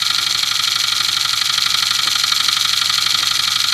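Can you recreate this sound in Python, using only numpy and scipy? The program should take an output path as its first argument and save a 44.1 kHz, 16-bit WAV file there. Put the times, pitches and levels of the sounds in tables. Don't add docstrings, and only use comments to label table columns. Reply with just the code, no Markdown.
import sys
import numpy as np
from scipy import signal
from scipy.fft import rfft, irfft
from scipy.io import wavfile
from scipy.ndimage import uniform_filter1d

SR = 44100
rng = np.random.default_rng(int(sys.argv[2]) if len(sys.argv) > 2 else 0)


def generate_wav(signal):
    frames = np.transpose(np.atleast_2d(signal))
    scaled = np.clip(frames, -1, 1) * 32767
    pcm = np.round(scaled).astype(np.int16)
    wavfile.write(sys.argv[1], SR, pcm)


N = 164493

# (time after top centre [s], click level [dB], click pitch [Hz], frame drive level [dB])
KNOCKS = [(.0009, -6.5, 4340, -14), (.0023, -18.5, 1900, -41), (.0026, -8.5, 5860, -37),
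          (.0029, -7, 3890, -14), (.0046, -20, 2076, -51), (.0049, -9.5, 3245, -22),
          (.0047, -15.5, 5230, -29), (.0066, -3, 4030, -27), (.0067, -21, 1995, -27.5),
          (.0082, -15.5, 4440, -45), (.0097, -6.5, 3360, -27.5), (0.0116, -15.5, 3390, -52),
          (0.013, -21.5, 2120, -31), (0.0152, -9, 3930, -49), (0.0170, -16.5, 1975, -17),
          (0.0182, -20, 3650, -52), (0.024, -33, 5450, -56), (0.0272, -17, 5300, -25),
          (0.0326, -11, 5500, -33), (0.033, -10, 3590, -24), (.0360, -8, 4130, -31),
          (0.0381, -31, 3400, -25.5), (0.0440, -22.5, 2240, -32), (0.0440, -10, 3800, -17.5),
          (0.0442, -16, 4200, -30), (.0473, 2.5, 4080, -22), (0.0470, -11, 5720, -21.5),
          (0.0524, -9.5, 3550, -17.5), (0.0574, -10, 3090, -25.5), (0.062, -4, 4260, -22.5),
          (0.0621, -6.5, 5670, -50), (0.0619, -22, 1920, -19), (.0645, -24, 2180, -49),
          (0.0663, -8.5, 4140, -47.5), (0.0673, -12, 3950, -30), (0.067, -22.5, 1920, -55),
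          (0.0708, -15.5, 4460, -57)]
# (frequency [Hz], level [dB], decay to -60 dB [s])
FRAME_MODES = [(1850, -11, 0.014), (1990, -3, 0.012), (2256, -10.5, 0.044), (2427, -10, 0.024),
               (2970, -13, 0.026), (3223, -2, 0.028), (3420, -1, 0.012), (3789, -2, 0.029),
               (4140, -7, 0.024), (4218, 2.5, 0.024), (4417, -2.5, 0.024), (4812, -10.5, 0.045),
               (5695, -8, 0.022), (5940, -11.5, 0.006)]
# (time after top centre [s], level [dB], centre frequency [Hz])
CRACKS = [(.0024, -14, 8600), (.0040, -19, 9000), (.0278, -21, 11500), (.0445, -23, 9500),
          (.0475, -25, 9000), (.0620, -25, 9000)]
# (time after top centre [s], level [dB])
BASE_BLOWS = [(.0029, -21), (.0110, -28), (.0240, -30.5), (.0322, -28), (.0390, -32), (.0460, -28.5),
              (.0602, -31)]
BASE_HZ = [760, 900, 1050, 1198, 1268, 1403, 1670]
# (level [dB], decay to -60 dB [s])
BASE_RING = [(-6, 0.018), (-4, 0.012), (-5, .016), (-8.5, 0.091), (0, 0.061), (2.5, 0.059), (-11.5, 0.09)]
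# (time after top centre [s], level [dB], pitch struck best [Hz])
BENCH_BLOWS = [(.000, -43, 159), (.004, -36.5, 113), (.013, -38, 284), (0.017, -45.5, 50),
               (.022, -43.5, 147), (.024, -41.5, 300), (.030, -39, 95), (.052, -46, 298), (.057, -41.5, 94),
               (.065, -42, 283), (.074, -39.5, 148)]
BENCH_HZ = [48, 80, 109, 148, 190, 255, 353]
# (level [dB], decay to -60 dB [s])
BENCH_RING = [(-3, 0.08), (-6, 0.089), (-2, 0.14), (-0.5, 0.1), (3.5, 0.03), (-2.5, 0.072), (-9.5, 0.36)]
RUB_DB = [-18, -25.5, -30.5, -30.5, -34, -33.5, -28.5, -31, -34, -28, -29.5, -32]
HISS_DB = [-29.5, -27.5, -32.5, -32.5, -34.5, -25.5, -25, -24, -26.5, -26, -32.5, -29]
# (frequency [Hz], level [dB])
HISS_SPECTRUM = [(500, -11), (1500, 1.5), (3000, 8.5), (5000, 10.5), (6100, -2.5), (7400, 2), (8500, 2.5),
                 (10500, -3), (12500, 2), (13400, -13), (15000, -10.5)]
# (frequency [Hz], bandwidth [Hz], level [dB])
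PORTS = [(6090, 160, -7.5), (6480, 99, -11), (6890, 64, -12), (7385, 270, -8.5), (10370, 180, -28),
         (10670, 180, -15)]
# (time [s], level [dB])
ENGINE_LEVEL = [(0, -2), (1.3, -2), (1.798, -1.4), (2.6, -0.8), (3.73, -1.5)]
# (time [s], added level [dB], delay [s])
SETTLE = [(0, 0, 0.00028), (1.198, 0.5, 0), (1.699, 1.5, 0.00079), (3.73, 0.5, 0.00036)]
# (frequency [Hz], level [dB])
ROOM_SPECTRUM = [(15, -43), (25, -10), (119, -14), (356, -4), (428, -20), (484, -9), (560, -12), (800, -8),
                 (1000, -8), (1300, -21), (2200, -60)]

FIRST_TURN_S, TURN_S, SLOWING_S = .01816, .0817245, 1.2768e-5
STRETCH = 0.2
OPENING_S = .012
UNEVEN_S, UNEVEN_DB = (.061, .064), 3
JITTER_S, SCATTER_DB = .00003, .7
ACCENT_DB, ACCENT_TURNS = .9, 3
CLICK_CYCLES, CLICK_RISE_S = 17.04, .00041
REACH_OCT, MODE_SCATTER_DB, DETUNE = 0.88, .9, .008
CRACK_S, CRACK_WIDTH = 0.0015, 0.11
ENGINE_LOW_HZ, BENCH_LOW_HZ = 700, 32
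BENCH_PUSH_S, BENCH_REACH_OCT, BENCH_SCATTER_DB = 0.0024, .35, 1.5
RUB_GRIT_DB, GRIT_MAX, RUB_BASE_DB = 2.5, 3.5, -8.5
FLOW_SPREAD_DB = .7
SHED_T60_S, SHED_DB = 0.033, -14.5
ROOM_DB, ROOM_SPREAD_DB = -51.5, 4
CEILING, MIC_GAIN, TOP_HZ = .97, 1.25, 14700


def knocks():
    t = np.arange(256) / SR
    clicks = np.zeros(N + len(t))
    hits = np.zeros((len(FRAME_MODES), N))
    modes_hz = np.array(FRAME_MODES)[:, 0]
    for s, click_db, hz, frame_db in KNOCKS:
        nearness = np.exp(-.5 * (np.log2(modes_hz / hz) / REACH_OCT) ** 2)
        reach = nearness * undb(frame_db - click_db)
        decay = np.exp(-np.log(1000) * t * hz / CLICK_CYCLES)
        shape = 2 * (1 - np.exp(-t / CLICK_RISE_S)) * decay
        for at, size, chance in zip(*blows(s, click_db, count=1 + len(FRAME_MODES))):
            click_hz = hz * (1 + DETUNE * chance[0])
            clicks[at:at + len(t)] += size * shape * np.sin(2 * np.pi * click_hz * t)
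            hits[:, at] += size * undb(MODE_SCATTER_DB * chance[1:]) * reach
    return cut_low(clicks[:N] + body(hits, FRAME_MODES))


def cracks():
    out = np.zeros(N)
    fade = np.exp(-np.arange(200) / SR / CRACK_S)
    for s, db, hz in CRACKS:
        envelope = np.convolve(struck([(s, db)]), fade)[:N]
        burst = envelope * rng.standard_normal(N)
        edges = hz * (1 - CRACK_WIDTH), hz * (1 + CRACK_WIDTH)
        out += signal.sosfilt(signal.butter(2, edges, "bandpass", fs=SR, output="sos"), burst)
    return out


def base_plate():
    return cut_low(body([struck(BASE_BLOWS)] * len(BASE_HZ), np.c_[BASE_HZ, BASE_RING]))


def bench():
    hits = np.zeros((len(BENCH_HZ), N))
    for s, db, hz in BENCH_BLOWS:
        reach = np.exp(-.5 * (np.log2(np.array(BENCH_HZ) / hz) / BENCH_REACH_OCT) ** 2)
        at, size, chance = blows(s, db, count=len(BENCH_HZ))
        hits[:, at] += size * undb(BENCH_SCATTER_DB * chance.T) * reach[:, None]
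    rings = sum(undb(db) * ring(x, hz, t60) for x, hz, (db, t60) in zip(hits, BENCH_HZ, BENCH_RING))
    push = np.hanning(int(BENCH_PUSH_S * SR) + 2)
    pushed = np.convolve(rings, push / push.sum())[:N]
    return signal.sosfilt(signal.butter(2, BENCH_LOW_HZ, "highpass", fs=SR, output="sos"), pushed)


def rub():
    size = undb(RUB_GRIT_DB * np.minimum(rng.exponential(size=N), GRIT_MAX))
    grit = crank_level(RUB_DB) * unit(rng.standard_normal(N) * size)
    frame = unit(body([grit] * len(FRAME_MODES), FRAME_MODES))
    base = unit(body([grit] * len(BASE_HZ), np.c_[BASE_HZ, BASE_RING]))
    gain = np.sqrt(np.mean(grit ** 2))
    return cut_low(gain * (frame + undb(RUB_BASE_DB) * base))


def hiss():
    air = coloured(HISS_SPECTRUM)
    for hz, width, db in PORTS:
        t60 = np.log(1000) / np.pi / width
        air = air + undb(db) * unit(ring(rng.standard_normal(N), hz, t60))
    return cut_low(crank_level(HISS_DB) * air)


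def shed(x):
    t = np.arange(int(.25 * SR)) / SR
    tail = rng.standard_normal(len(t)) * np.exp(-np.log(1000) * t / SHED_T60_S) * (t > .002)
    return undb(SHED_DB) * signal.fftconvolve(x, tail / np.sqrt(np.sum(tail ** 2)))[:N]


def background():
    return undb(ROOM_DB + ROOM_SPREAD_DB * walk(21)) * coloured(ROOM_SPECTRUM)


def turns():
    k = np.arange(-1, 47)
    return FIRST_TURN_S + TURN_S * k + SLOWING_S * k ** 2


def blows(s, db, count):
    start = turns()
    period = np.gradient(start)
    stretch = 1 + STRETCH * (period / np.mean(period) - 1)
    chance = rng.standard_normal((len(start), 3 + count))
    when, firm_db, late_s = np.array(SETTLE).T
    opening = s < OPENING_S
    firm_db = np.interp(start, when, firm_db) * opening
    late_s = np.interp(start, when, late_s) * opening
    at = np.round((start + s * stretch + late_s + JITTER_S * chance[:, 0]) * SR).astype(int)
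    alternate = (-1) ** np.arange(len(start)) / 2 * (UNEVEN_S[0] < s < UNEVEN_S[1])
    accent = ACCENT_DB * unit(uniform_filter1d(chance[:, 2], size=ACCENT_TURNS))
    size = undb(db + firm_db + accent + SCATTER_DB * chance[:, 1] + UNEVEN_DB * alternate)
    keep = (at >= 0) & (at < N)
    return at[keep], size[keep], chance[keep, 3:]


def struck(table):
    x = np.zeros(N)
    for s, db in table:
        at, size, _ = blows(s, db, count=0)
        x[at] += size
    return x


def crank_level(db):
    start = turns()
    crank = np.interp(np.arange(N) / SR, start, np.arange(len(start))) * len(db)
    return undb(np.interp(crank, np.arange(len(db)), db, period=len(db)) + FLOW_SPREAD_DB * walk(58))


def cut_low(x):
    return signal.sosfilt(signal.butter(4, ENGINE_LOW_HZ, "highpass", fs=SR, output="sos"), x)


def ring(x, hz, t60):
    r = np.exp(-np.log(1000) / (t60 * SR))
    w = 2 * np.pi * hz / SR
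    return signal.lfilter([0, np.sin(w)], [1, -2 * r * np.cos(w), r * r], x)


def body(drives, modes):
    return sum((-1) ** k * undb(db) * ring(x, hz, t60)
               for k, (x, (hz, db, t60)) in enumerate(zip(drives, modes)))


def coloured(points):
    hz, db = np.array(points).T
    f = np.maximum(np.arange(N // 2 + 1) * SR / N, 1)
    gain = undb(np.interp(np.log(f), np.log(hz), db, right=-60))
    return unit(irfft(rfft(rng.standard_normal(N)) * gain, N))


def walk(rate):
    k = int(SR / rate)
    return unit(uniform_filter1d(uniform_filter1d(rng.standard_normal(N), k), k))


def undb(db):
    return 10 ** (np.asarray(db) / 20)


def unit(x):
    return x / np.sqrt(np.mean(x ** 2))


def scene():
    sources = knocks() + cracks() + base_plate() + bench() + rub() + hiss()
    engine = sources * undb(np.interp(np.arange(N) / SR, *np.array(ENGINE_LEVEL).T))
    mono = engine + shed(engine) + background()
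    return np.array([mono, mono])


def record(dry):
    rounded = CEILING * np.tanh(MIC_GAIN * dry / CEILING)
    return signal.sosfilt(signal.ellip(10, .2, 75, TOP_HZ, fs=SR, output="sos"), rounded)


dry = scene()
out = record(dry)
generate_wav(out)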